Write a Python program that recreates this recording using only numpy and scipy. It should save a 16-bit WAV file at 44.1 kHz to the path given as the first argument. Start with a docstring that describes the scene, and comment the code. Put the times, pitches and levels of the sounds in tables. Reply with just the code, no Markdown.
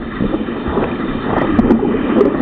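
"""A low churn and a muffled, hollow hiss: sea water streaming past a microphone in a moving, sealed case.
Soft bumps ring the case, sloshes of bubbles sweep by and slap it, and air pockets glug right beside it,
each ringing briefly, most with a gliding pitch. Everything is heard through the case wall, which shuts
out the high treble. The biggest glugs overload the recorder and duck its gain."""
import sys
import numpy as np
from scipy import signal
from scipy.fft import rfft, irfft
from scipy.io import wavfile
from scipy.ndimage import uniform_filter1d

SR = 44100
rng = np.random.default_rng(int(sys.argv[2]) if len(sys.argv) > 2 else 0)


def master_out(mix):
    """Clip the mix to full scale and print it as 16-bit PCM to the path in sys.argv[1]."""
    frames = np.transpose(np.atleast_2d(mix))
    ceiling = np.clip(frames, -1, 1)
    pcm = np.round(ceiling * 32767).astype(np.int16)
    wavfile.write(sys.argv[1], SR, pcm)


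N = 106589
T = np.arange(N) / SR
LARGE_BUBBLE_RISE_S, SMALL_BUBBLE_RISE_S = 0.0042, 0.0021


def amp(db):
    """Decibels to gain."""
    return 10 ** (np.asarray(db) / 20)


def unit(x):
    """Scales to rms 1."""
    return x / np.sqrt(np.mean(x ** 2) + 1e-20)


def level(table, column):
    """Gain over time from one dB column of a table."""
    rows = np.array(table)
    return amp(np.interp(T, rows[:, 0], rows[:, column]))


def colour(x, spectrum):
    """Filters by a spectrum of (f/Hz, level/dB) points; rms 1."""
    hz, db = np.transpose(spectrum)
    f = np.fft.rfftfreq(2 * N, 1 / SR)
    gain = amp(np.interp(np.log(f + 1), np.log(hz), db, right=-140))
    return unit(irfft(rfft(x, 2 * N) * gain)[:N])


def add(mix, s, sound):
    """Mixes a sound in at time s."""
    part = mix[max(round(s * SR), 0):][:len(sound)]
    part += sound[:len(part)]


def impulses(per_s):
    """Clicks of either sign at random times."""
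    return (rng.random(N) < per_s / SR) * rng.choice([-1, 1], N)


def eddies(patchy_db, flicker_db):
    """Noise whose level drifts in patches of time and frequency, and flickers as a whole."""
    frames = N // 256 + 5
    re, im, patch = rng.standard_normal((3, frames, 513))
    patch = unit(uniform_filter1d(uniform_filter1d(patch, size=16, axis=0), size=4, axis=1))
    flicker = unit(uniform_filter1d(rng.standard_normal(frames), size=4))[:, None]
    spectra = (re + 1j * im) * amp(patchy_db * patch + flicker_db * flicker)
    return signal.istft(spectra.T, nperseg=1024, noverlap=768)[1][:N]


def ring(hz, t60, rise_s, glide=0, hold=0):
    """A damped oscillation with a soft start, a brief hold and a glide in octaves per second."""
    t = np.arange(SR // 2) / SR
    start = np.sin(np.pi / 2 * np.minimum(t / rise_s, 1)) ** 2
    fade = amp(-60 * np.maximum(t - rise_s - hold, 0) / t60)
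    return start * fade * np.sin(2 * np.pi * np.cumsum(hz * 2 ** (glide * t)) / SR)


# the flow around the case, for churn and stream (t/s, then relative level/dB: churn, hiss, fizz, treble)
FLOW_LEVELS = [(0, -27, -37, -51, -45.5), (.17, -30, -31, -41.5, -42.5), (.3, -24, -35.5, -43, -43.5),
               (.42, -23.5, -37, -41, -48), (.62, -24, -32.5, -40.5, -44), (.85, -22.5, -31, -42.5, -43.5),
               (1.2, -23.5, -31, -41, -40.5), (1.42, -24.5, -27, -39.5, -48.5),
               (1.57, -22, -27.5, -40.5, -45), (1.65, -11, -27.5, -37, -47.5),
               (1.8, -16.5, -32.5, -42, -49), (2.0, -20, -32.5, -37.5, -51.5),
               (2.13, -17.5, -27, -35, -47.5), (2.3, -17.5, -31.5, -44.5, -52.5),
               (2.41, -18, -33, -46, -43)]
# turbulence as heard from inside the case (f/Hz, level/dB)
CHURN_SPECTRUM = [(60, -40), (170, -13.5), (222, 2), (290, -3), (385, -8), (450, -9), (570, -14.5),
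                  (700, -19.5), (950, -20.5), (1500, -28.5), (4000, -97)]


def churn():
    """All around the case: low turbulence and a crowd of overlapping, slightly rising bubble notes."""
    gurgle = np.zeros(N)
    pitches = np.geomspace(225.3, 422, 12)
    for hz in pitches:
        births = impulses(per_s=220 / len(pitches))
        note = ring(hz, t60=0.17, rise_s=LARGE_BUBBLE_RISE_S, glide=rng.uniform(0, 1))
        gurgle += signal.oaconvolve(births, note)[:N] / hz
    wash = colour(eddies(patchy_db=1, flicker_db=-1.6), CHURN_SPECTRUM)
    return level(FLOW_LEVELS, column=1) * (amp(1) * wash + amp(-2) * unit(gurgle))


# buffeting on the case wall (t/s, level/dB)
RUMBLE_LEVELS = [(0, -32.5), (.35, -32), (.55, -35), (.8, -29), (.97, -32), (1.14, -29.5), (1.4, -25.5),
                 (1.54, -25), (1.63, -17), (1.85, -21), (2.15, -36.5), (2.41, -27)]
# four bands of the stream as they reach the microphone (f/Hz, level/dB)
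RUMBLE_SPECTRUM = [(8, -16), (25, 3.5), (60, -2.5), (120, -3), (170, -3), (300, -36.5), (800, -71.5)]
HISS_SPECTRUM = [(300, -19.5), (700, -8), (980, -11.5), (1170, 3.5), (1330, 1), (1480, -10), (1720, -1.5),
                 (1890, -2.5), (2010, -3.5), (2180, -22.5), (3000, -41.5), (4400, -69.5)]
FIZZ_SPECTRUM = [(1500, -32.5), (2150, -9), (2390, 2.5), (2510, -2), (2620, -2.5), (2850, -6), (3120, 1.5),
                 (3270, -10.5), (3900, -30), (4400, -61.5)]
TREBLE_SPECTRUM = [(1500, -46), (2400, -12), (3000, -8), (3330, -14), (3520, 2.5), (3700, 1.5),
                   (3930, -18.5), (4200, -13.5), (4450, -36.5), (6000, -76.5)]


def stream():
    """Along the wall: buffeting rumble and the hiss and fizz of passing water, coloured by the case."""
    rumble = colour(eddies(patchy_db=1.5, flicker_db=0), RUMBLE_SPECTRUM)
    hiss = amp(1) * colour(eddies(patchy_db=1, flicker_db=2.2), HISS_SPECTRUM)
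    fizz = colour(eddies(patchy_db=1.5, flicker_db=0.24), FIZZ_SPECTRUM)
    treble = amp(-1.5) * colour(eddies(patchy_db=-2, flicker_db=1.3), TREBLE_SPECTRUM)
    return (level(RUMBLE_LEVELS, column=1) * rumble + level(FLOW_LEVELS, column=2) * hiss
            + level(FLOW_LEVELS, column=3) * fizz + level(FLOW_LEVELS, column=4) * treble)


# soft bumps on the case (t/s, relative level/dB)
CASE_KNOCKS = [(0.2059, -9), (0.2225, -8), (0.2359, -11.5), (0.251, -9)]
# modes of the case around the microphone (f/Hz, level/dB, t60/s)
CASE_MODES = [(135.5, -9.5, 0.074), (209, 3, 0.055), (275, -6.5, 0.044), (457, -8, .03)]
# slow pushes of water on the case (t/s, f/Hz, level/dB, t60/s)
WATER_PUSHES = [(.262, 33, -17.5, 0.25), (0.673, 71, -14.5, 0.21), (1.583, 112.4, -6, 0.06)]


def bumps():
    """On the case itself: dull knocks ring its modes, and slow pushes of water rock it."""
    out = np.zeros(N)
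    knock = sum(amp(db) * ring(hz, t60, rise_s=0.0018) for hz, db, t60 in CASE_MODES)
    for s, db in CASE_KNOCKS:
        add(out, s, -amp(db) * knock)
    for s, hz, db, t60 in WATER_PUSHES:
        add(out, s, amp(db) * ring(hz, t60, rise_s=0.0083))
    return out


# clouds of bursting bubbles passing the microphone (crest t/s, rise/s, fall/s, level/dB)
BUBBLE_CLOUDS = [(0.345, 0.011, 0.0096, -20.5), (0.772, 0.077, 0.056, -17.5), (0.827, 0.015, 0.056, -16),
                 (1.306, 0.034, 0.025, -17), (1.332, 0.00204, 0.029, -16), (1.368, .003, 0.014, -11),
                 (1.384, 0.012, 0.012, -15.5), (1.419, 0.0037, 0.025, -14), (1.446, 0.0098, 0.011, -16.5),
                 (1.707, 0.0035, 0.005, -6.5), (2.189, 0.036, 0.022, -23), (2.255, 0.0017, 0.026, -18),
                 (2.406, 0.055, 0.039, -26.5)]
# their froth, heard through the wall (f/Hz, level/dB)
FROTH_SPECTRUM = [(40, -19), (150, 4), (230, 0), (380, 0.5), (620, -2.5), (900, -2), (1280, -11.5),
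                  (1480, -18.5), (1900, -21.5), (2200, -46.5), (3300, -27), (4400, -63.5)]


def sloshes():
    """Sweeping close by: dense pops and short rising bubble notes over a wash, swelling and dying."""
    power = np.zeros(N)
    for s, rise, fall, db in BUBBLE_CLOUDS:
        from_crest = np.where(T < s, (s - T) / rise, (T - s) / fall)
        power += amp(2 * db) * np.exp(-2 * from_crest)
    pops = impulses(per_s=970) * amp(-1.5 * np.minimum(rng.exponential(1, N), 2))
    wash = amp(-2.5) * rng.standard_normal(N)
    froth = colour(unit(pops) + wash, FROTH_SPECTRUM)
    notes = np.zeros(N)
    pitches = np.geomspace(384, 1427, 20)
    for hz in pitches:
        births = impulses(per_s=420 / len(pitches))
        note = ring(hz, t60=16 / hz, rise_s=SMALL_BUBBLE_RISE_S, glide=rng.uniform(0, 9))
        notes += signal.oaconvolve(births, note)[:N]
    return np.sqrt(power) * unit(froth + amp(-6) * unit(notes))


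# sharp slaps of water on the wall (t/s, peak level/dB, f/Hz)
WATER_SLAPS = [(.341, -7.5, 640), (.769, -16, 620), (.838, -21, 810), (1.329, -10, 603), (1.381, -13, 757),
               (1.4141, -6, 678), (1.7062, -6.5, 930)]
# the short ring of one slap (multiple of its pitch, relative level/dB, t60/s)
SLAP_MODES = [(.38, 2.5, 0.04), (.68, 3.5, 0.025), (1, 2, .018), (1.45, -6.5, 0.02), (1.85, -5.5, 0.03)]


def slaps():
    """Against the case: water slaps near the crest of a slosh, each time at its own pitch."""
    out = np.zeros(N)
    for s, db, hz in WATER_SLAPS:
        slap = sum((-1) ** k * amp(mode_db) * ring(hz * ratio, t60, rise_s=0.003)
                   for k, (ratio, mode_db, t60) in enumerate(SLAP_MODES))
        add(out, s, amp(db) * slap / abs(slap).max())
    return out


# small single bubbles (t/s, f/Hz, level/dB, t60/s)
SMALL_BUBBLES = [(.161, 1934, -22.5, 0.061), (.84, 1900, -17.5, 0.012), (.84, 2510, -19, 0.0095),
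                 (0.914, 2450, -22, 0.02), (.956, 2280, -28, .025), (1.3586, 1820, -17, 0.016),
                 (1.3797, 1803, -16.5, 0.047), (1.4107, 1920, -14.5, 0.024)]
# large air pockets at close range (t/s, f/Hz, level/dB, hold/s, t60/s, glide/octaves per s)
AIR_POCKETS = [(0.237, 478, -15.5, 0.0028, 0.044, -5), (0.324, 488.3, -17.5, 0.0158, 0.029, 9),
               (0.338, 320, -8.5, 0.0032, 0.089, -1.5), (0.765, 380.5, -11, 0.007, 0.094, 5),
               (0.816, 360, -10, 0.0036, 0.053, -3), (1.375, 308, -13.5, 0.0074, 0.026, -1),
               (1.444, 490, -13.5, 0.00086, 0.013, 9.5), (1.488, 302, -10.5, 0.016, 0.013, 9),
               (1.521, 287, -13, 0.028, 0.26, 2), (1.5863, 245.5, 8, 0.0073, 0.039, -6),
               (1.693, 425, -3.5, 0.0021, 0.028, -16), (1.705, 302, 6, 0.0023, 0.012, -12.5),
               (1.7165, 300, 3.5, 0.001, .012, 1.5), (1.711, 222.2, 1.5, 0.0097, 0.37, 0.75),
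               (1.791, 766, -12, 0.0021, 0.022, 16), (1.824, 384.4, -3.5, 0.009, 0.026, 5.5),
               (1.848, 338, -4, 0.0037, 0.033, 3), (1.844, 804, -17.5, 0.01, .04, 2),
               (1.939, 421, -9, 0.004, 0.067, 3), (2.163, 323, -12, 0.0045, 0.11, 0),
               (2.17, 497, -16, 0.022, 0.11, 1), (2.205, 411, 2, 0.0026, 0.094, 0),
               (2.251, 394.7, -9, 0.0069, 0.17, 1), (2.252, 560, -11.5, 0.0038, 0.12, -0.5),
               (2.275, 327, -9, 0.0059, 0.029, -17)]


def bubbles():
    """Right beside the microphone: single bubbles ring; large ones glug, small ones tick."""
    out = np.zeros(N)
    for s, hz, db, hold, t60, glide in AIR_POCKETS:
        add(out, s, amp(db) * ring(hz, t60, LARGE_BUBBLE_RISE_S, glide, hold))
    for s, hz, db, t60 in SMALL_BUBBLES:
        add(out, s, amp(db) * ring(hz, t60, SMALL_BUBBLE_RISE_S))
    return out


def scene():
    """The sea at one microphone inside the case, whose wall passes nothing above the low treble."""
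    water = churn() + stream() + bumps() + sloshes() + slaps() + bubbles()
    case_wall = signal.firwin(301, 4400, window=("kaiser", 9), fs=SR)
    return signal.oaconvolve(water, case_wall, "same")[None]


DUCK_ABOVE_DB, DUCK_SHARE, DUCK_ATTACK_S, RECOVER_DB_PER_S = 0.5, 0.88, 0.009, 30.5
CEILING, KNEE = 0.71, 30
ROLL_OFF_HZ, BAND_EDGE_HZ = 11500, 15800


def record(dry):
    """The recorder ducks just after each loud glug, too late to stop the overload; treble rolls off."""
    over_db = np.maximum(20 * np.log10(abs(dry[0]) + 1e-9) - DUCK_ABOVE_DB, 0)
    # each peak sets a cut in gain that then shrinks at a steady rate
    recovery_db = RECOVER_DB_PER_S * T
    cut_db = np.maximum.accumulate(DUCK_SHARE * over_db + recovery_db) - recovery_db
    lag = np.exp(-1 / (DUCK_ATTACK_S * SR))
    ducked = dry * amp(-signal.lfilter([1 - lag], [1, -lag], cut_db))
    clipped = ducked / (1 + abs(ducked / CEILING) ** KNEE) ** (1 / KNEE)
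    pole = np.exp(-2 * np.pi * ROLL_OFF_HZ / SR)
    dull = signal.lfilter([1 - pole], [1, -pole], clipped)
    band_limit = signal.firwin(255, BAND_EDGE_HZ, window=("kaiser", 9), fs=SR)
    return signal.oaconvolve(dull, band_limit[None], "same")


dry = scene()
out = record(dry)
master_out(out)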